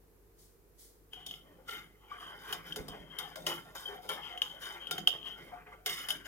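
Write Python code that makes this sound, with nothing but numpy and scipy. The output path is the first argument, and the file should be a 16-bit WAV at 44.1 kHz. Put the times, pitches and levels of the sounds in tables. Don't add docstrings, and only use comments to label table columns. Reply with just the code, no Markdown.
import sys
import numpy as np
from scipy import signal
from scipy.fft import rfft, irfft, next_fast_len
from scipy.io import wavfile
from scipy.ndimage import map_coordinates

SR = 44100
rng = np.random.default_rng(int(sys.argv[2]) if len(sys.argv) > 2 else 0)


def store_wav(level_fs):
    pcm = np.round(np.clip(np.atleast_2d(level_fs), -1, 1) * 32767)
    wavfile.write(sys.argv[1], SR, pcm.T.astype(np.int16))


N = 276507

# f/Hz, level/dB
ROOM_SPECTRUM = [(12, -83.5), (20, -31), (30, -9.5), (53, -9), (123, -17.5), (158, -13), (228, -21),
                 (293, -16.5), (446, -10.5), (574, -24), (1570, -30.5), (3340, -38.5), (9140, -37.5),
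                 (14000, -30.5), (16000, -40)]
# f/Hz, correlation
ROOM_CORRELATION = [(60, 0.2), (240, 0.99), (950, 0.16), (3770, -0.1), (15000, 0.1)]
# f/Hz, level/dB
MAINS_PARTIALS = [(49.7, -67.5), (99.5, -78)]
# t/s, level/dB
HISS_EVENTS = [(0.376, -63.5), (0.78, -58)]
# f/Hz, level/dB
HISS_SPECTRUM = [(1180, -39), (2000, -15), (2740, -29), (3040, -14.5), (4730, -9.5), (10100, -8),
                 (16000, -11)]
# f/Hz, T60/s
KITCHEN_T60 = [(200, 0.36), (3000, 0.25), (12000, 0.24)]
# t/s, rise/s, hold/s, wall level/dB, then bell, treble and rocking level/dB re wall,
# and the most strongly driven wall f/Hz
DRAG_STROKES = [(1.12, 0.011, 0.09, -62, 8.5, -4.5, -6, 875),
                (1.259, 0.0026, 0.086, -64, 11.5, 7.5, -1, 920),
                (1.4, 0.075, 0.25, -67, -14, -27, -0.3, 600),
                (1.675, 0.01, 0.076, -45.5, -5.5, -5, -16.5, 1540),
                (2.057, 0.067, 0.04, -54, -2, -13.5, -19, 1170),
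                (2.176, 0.026, 0.12, -52, 0, -12, -16, 1040),
                (2.389, 0.12, 0.016, -44.5, -8, -7, -14, 1380),
                (2.649, 0.023, 0.0067, -51, 2.5, 0, -1.5, 1210),
                (2.76, 0.003, 0.023, -49.5, -18.5, -4.5, 2.5, 570),
                (2.883, 0.0026, 0.13, -54, -3, -14, -7, 780),
                (3.084, 0.066, 0.015, -52, -0.5, -17, -16, 1050),
                (3.18, 0.0048, 0.12, -49.5, -2.5, -7.5, -16, 1080),
                (3.364, 0.003, 0.17, -55.5, -22, -4.5, -2, 580),
                (3.463, 0.0042, 0.042, -40.5, -1, -0.5, -15.5, 1400),
                (3.628, 0.035, 0.092, -57.5, -15.5, -10, -25, 690),
                (3.75, 0.0039, 0.078, -51, -3, 2.3, -25, 1240.0),
                (3.847, 0.044, 0.064, -49.5, -9, -9, -16.5, 670),
                (4.017, 0.01, 0.057, -57.9, -9.0, -0.5, -5.6, 680.0),
                (4.088, 0.0047, 0.024, -39, -2.0, -4.5, -20, 1205),
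                (4.214, 0.025, 0.36, -54.5, 2.5, -15.5, -29, 1020),
                (4.423, 0.005, 0.1, -56.5, -1, -0.5, -6.5, 950),
                (4.606, 0.019, 0.12, -47, -3.3, -4, -28, 1250.0),
                (4.793, 0.02, 0.11, -54, 3.5, -16, -14, 980),
                (4.907, 0.0049, 0.028, -48.5, 1, -4, -5.7, 1020),
                (4.956, 0.004, 0.03, -54, 3, -21, -8, 740),
                (5.081, 0.0046, 0.077, -53, 8.5, -6, -12.5, 590),
                (5.226, 0.047, 0.014, -51, 9, -6, -15, 815), (5.368, 0.012, 0.11, -55.1, -8.5, -9, -4, 685),
                (5.511, 0.01, 0.051, -52.5, -22, -19, -17, 1060.0),
                (5.66, 0.008, 0.09, -57, -16, -31, -26, 1030.0),
                (5.861, 0.0059, 0.17, -44.5, -1.5, 1, -18, 1740),
                (6.091, 0.003, 0.024, -47, 1.5, -2.5, -10.5, 1590),
                (6.246, 0.01, 0.037, -46.5, -3.5, -5.5, -25, 1880)]
# t/s, bell level/dB, wall level/dB re bell, grit level/dB re bell
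SPOON_KNOCKS = [(1.1328, -47.5, -7, -10.5), (1.2638, -43.5, -35, -3.5), (1.3103, -43.5, -13, -12.5),
                (1.3391, -42.5, -15, -23), (1.6931, -45, -3, -22), (2.5266, -30, -9, -8.5),
                (2.7232, -37.5, -26, -16.5), (2.7604, -46.5, 4.5, 4), (2.8824, -56, 8, 7.5),
                (3.187, -40, -12, 0), (3.3576, -50, 9, 2.5), (3.466, -32.5, -4, -4),
                (3.7516, -59.5, 6, 7.5), (4.091, -39.5, -3, -3.5), (4.3755, -40.5, -10, -17.5),
                (4.4187, -22.5, -17.5, -22.5), (4.8705, -41, -15, -18.5), (4.9107, -35.5, -1, -2),
                (4.9809, -37, -1.5, -10), (5.0734, -17.5, -18, -18), (5.2292, -46.5, -31, -42.5),
                (5.8611, -38, 2, 4.5), (5.8955, -33.5, -16, -8), (6.0864, -36.5, -3.5, -2.5),
                (6.1043, -29, -14, -9)]
# f/Hz, bandwidth/Hz, level/dB
BELL_MODES = [(2961, 36, -2), (3027, 55, -5), (3150, 98, 7), (3410, 110, -0.5)]
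WALL_MODES = [(345.3, 9, -4.5), (422, 25, 0), (510.6, 34, -1), (602, 93, -1), (728.4, 20, 0.5),
              (845, 90, -0.5), (1166, 133, 1.5), (1380, 56, 0.5), (1523, 163, 3.5), (1767, 51, -7),
              (1825, 41, -4), (2100, 93, 4), (2270, 81, -3), (2440, 280, -4)]
RIM_MODES = [(3620, 36, 6), (4760, 48, -15), (4920, 97, 1), (5250, 360, -1.5), (5700, 200, -12),
             (6670, 140, -2.5)]
SPOON_MODES = [(7400, 170, -17), (8570, 220, -5), (9890, 170, 7.5), (11340, 125, 2.5), (11410, 91, 6.5),
               (12600, 70, -20), (13630, 160, -34)]
# wall f/Hz, bell f/Hz
WALL_TO_BELL = [(1150, 3120), (1500, 2934)]
# f/Hz, level/dB
GRIT_SPECTRUM = [(4120, -25), (7000, -21.5), (9140, -5.5), (13900, 1), (16000, -8.5)]
# f/Hz, bandwidth/Hz, level/dB
GRID_MODES = [(164.9, 11.1, 3.5), (211.6, 10, -6), (278, 76, -8)]
# t/s, level/dB
WORKTOP_BUMPS = [(2.799, -45), (2.901, -50.5), (3.003, -55)]
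# t/s, f/Hz, level/dB, T60/s
TOUCH_NOTES = [(2.115, 1169, -36, 0.084), (2.183, 1176, -34, 0.04), (2.765, 429, -43.5, 0.18),
               (3.855, 3157, -29.5, 0.052), (3.875, 3128, -30, 0.069), (3.884, 407, -45, 0.24),
               (4.228, 3170, -38, 0.051), (4.99, 200, -50, 0.18), (5.38, 1480, -50, 0.066),
               (5.52, 720, -47.5, .25), (5.565, 1185, -48, .08), (5.672, 723, -54, 0.18),
               (5.718, 1180, -50, 0.13), (6.11, 605, -52.5, 0.13)]
# f/Hz, phase/rad
PORT_PHASE = [(100, -0.5), (1120, 1.32), (2070, 1.26), (3100, 1.5), (4900, 4), (6600, 7), (16000, 8.5)]
# f/Hz, level/dB
PORT_LEVEL = [(60, -12.5), (180, -1.5), (550, 3.5), (1650, 5.5), (4970, 3.5), (15000, -3)]
# rate/(dB/s) for bell, wall, scratch, grit, rocking
EASING_RATES = [51, 25.4, 56, 53, 18]
LIFTING_RATES = [170, 150, 200, 180, 72]


def amp(db):
    return 10 ** (np.asarray(db) / 20)


def unit(x):
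    return x / np.sqrt(np.mean(x ** 2) + 1e-20)


def along(points, hz):
    f, v = np.transpose(points)
    return np.interp(np.log(hz + 1), np.log(f + 1), v)


def wobble(rate):
    return map_coordinates(rng.standard_normal(int(N * rate / SR) + 4), [np.arange(N) * rate / SR])


def filtered(x, response):
    m = next_fast_len(N + SR // 2)
    return irfft(rfft(x, m) * response(np.fft.rfftfreq(m, 1 / SR)), m)[..., :N]


def modes(table):
    def response(f):
        h = sum((-1) ** k * amp(db) * 1j * f * width / (hz * hz - f * f + 1j * f * width)
                for k, (hz, width, db) in enumerate(table))
        return h / np.sqrt(np.mean(np.abs(h) ** 2))
    return response


def envelope(start, rise, hold, sag_db_per_s, fade_db_per_s, start_db=-11.5):
    t = np.arange(N) / SR - start - rise
    held = np.clip(t, 0, hold)
    db = start_db * np.clip(-t / rise, 0, None) - sag_db_per_s * (held - hold / 2)
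    db -= fade_db_per_s * np.clip(t - held, 0, None)
    return amp(np.maximum(db, -200))


def room_noise():
    def mid_and_side(f):
        angle = np.arccos(along(ROOM_CORRELATION, f)) / 2
        return amp(along(ROOM_SPECTRUM, f)) * [np.cos(angle), np.sin(angle)]
    mid, side = filtered(rng.standard_normal((2, N)), mid_and_side)
    return amp(-65) * unit(np.array([mid + side, mid - side]))


def mains_hum():
    t = np.arange(N) / SR
    hum = sum(np.sqrt(2) * amp(db + 0.5 * wobble(2)) * np.sin(2 * np.pi * hz * t)
              for hz, db in MAINS_PARTIALS)
    return hum * amp([[-1.6], [1.6]])


def hisses():
    level = sum(amp(db) * envelope(start, rise=0.015, hold=0.047, sag_db_per_s=0, fade_db_per_s=128)
                for start, db in HISS_EVENTS)
    puff = rng.standard_normal(N) + 1.8 * rng.standard_normal((2, N))
    return level * unit(filtered(puff, lambda f: amp(along(HISS_SPECTRUM, f))))


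def direct_sound(x):
    side = np.array([[.5], [-.5]])
    gain = lambda f: amp(side * along(PORT_LEVEL, f) + 1)
    return filtered(x, lambda f: gain(f) * np.exp(1j * side * along(PORT_PHASE, f)))


def reverberation(x):
    hz, t, noise = signal.stft(rng.standard_normal((2, SR // 2)), SR, nperseg=256)
    decay = amp(-60 * t / along(KITCHEN_T60, hz)[:, None])
    tail = signal.istft(noise * decay, SR, nperseg=256)[1]
    delayed = np.pad(x, ((0, 0), (130, 0)))
    return signal.fftconvolve(delayed, tail / np.linalg.norm(tail[0]), axes=1)[:, :N]


def strokes(rock_lag_s=0.027):
    power, weighted_log_hz = np.full((5, N), 1e-20), 0
    for start, rise, hold, wall_db, bell_db, treble_db, rock_db, hz in DRAG_STROKES:
        levels = wall_db + np.array([bell_db, 0, treble_db - 5.5, treble_db - 5, rock_db])
        for k, db in enumerate(levels):
            lag = rock_lag_s * (k == 4)
            drive = amp(db) * envelope(start, rise + lag, hold, EASING_RATES[k], LIFTING_RATES[k])
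            power[k] += drive ** 2
            if k == 1:
                weighted_log_hz += drive ** 2 * np.log(hz)
    wall_hz = np.maximum(np.exp(weighted_log_hz / power[1]), WALL_MODES[0][0])
    return np.sqrt(power), wall_hz


def friction(grain_db, slip_db):
    return unit(rng.standard_normal(N) * amp(grain_db * wobble(900) + slip_db * wobble(45)))


def knocks():
    force, t = np.zeros((4, N + SR)), np.arange(SR // 4) / SR
    t60 = np.array([[.015], [.05], [.09], [.07]])
    for start, db, wall_db, grit_db in SPOON_KNOCKS:
        blow = amp(-8 - 60 * t / t60) * rng.standard_normal((4, len(t)))
        blow[:, 0] = amp([16.04, 14.6, 9.7, 7.2])
        gains = amp(db + np.array([[8], [wall_db + 7], [grit_db + 8.5], [grit_db + 9]]))
        force[:, round(start * SR):][:, :len(t)] += gains * blow
    return force[:, :N]


def ring(force, table, drift_db, swing_db, coupling=lambda hz: 1):
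    shares = np.array([coupling(hz) * amp(db + drift_db * wobble(11)) for hz, _, db in table])
    shares /= np.sqrt(np.sum(shares ** 2, axis=0))
    sway = lambda: amp(swing_db * wobble(5.5) * np.array([[.5], [-.5]]))
    return sum((-1) ** k * filtered(force * shares[k], modes([mode])) * sway()
               for k, mode in enumerate(table))


def stirring(drive, wall_hz):
    near = lambda centre, octaves: lambda f: 0.52 + np.exp(-.5 * (np.log2(f / centre) / octaves) ** 2)
    spread = lambda x: x * [rng.choice([-1, 1], N), np.ones(N)]
    drag = drive * [friction(0.81, 2.1), friction(1.5, 2.56), friction(3.9, 0.83), friction(3.8, 1.5)]
    blows, spot = knocks(), modes([(3010, 310, 0)])
    ping = amp(-27) * filtered(filtered(blows[0], spot), spot)
    bell, wall, scratch, grit = blows + drag
    bell = .22 * filtered(bell, modes([(2934, 504, 0)]))
    broadband = amp(-3.5) * filtered(spread(grit), lambda f: unit(amp(along(GRIT_SPECTRUM, f))))
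    broadband += amp(-4) * filtered(spread(scratch), modes([(5530, 4100, 0)]))
    bell_hz = along(WALL_TO_BELL, wall_hz)
    ringing = ring(bell, BELL_MODES, drift_db=5, swing_db=4.5, coupling=near(bell_hz, 0.03))
    wall = 0.8 * wall + 0.34 * spread(wall)
    ringing += ring(wall, WALL_MODES, drift_db=4.5, swing_db=4, coupling=near(wall_hz, 0.71))
    ringing += ring(1.01 * scratch, RIM_MODES, drift_db=3, swing_db=4)
    ringing += ring(0.43 * grit, SPOON_MODES, drift_db=10, swing_db=7.5)
    return ringing + broadband + ping


def rocking(drive):
    return filtered(drive * friction(1.5, 1.5), modes(GRID_MODES))


def touches(rise_s=0.013, waver_db=3):
    notes, t = np.zeros(N + SR), np.arange(SR // 2) / SR
    for start, hz, db, t60 in TOUCH_NOTES:
        swell = 2 * amp(db - 60 * t / t60) * (1 - np.exp(-t / rise_s))
        notes[round(start * SR):][:len(t)] += swell * np.sin(2 * np.pi * hz * t)
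    return notes[:N] * amp(waver_db * wobble(70))


def worktop_thuds():
    bumps = np.zeros(N)
    for start, db in WORKTOP_BUMPS:
        bumps[round(start * SR)] = amp(db + 25)
    return filtered(bumps, modes([(58.4, 44, 0)]))


def scene():
    drive, wall_hz = strokes()
    pot = stirring(drive[:4], wall_hz) + rocking(drive[4]) + touches() + worktop_thuds() + hisses()
    return direct_sound(pot) + amp(-9.5) * reverberation(pot) + room_noise() + mains_hum()


def record(dry):
    return filtered(dry, lambda hz: hz < 15900)


dry = scene()
out = record(dry)
store_wav(out)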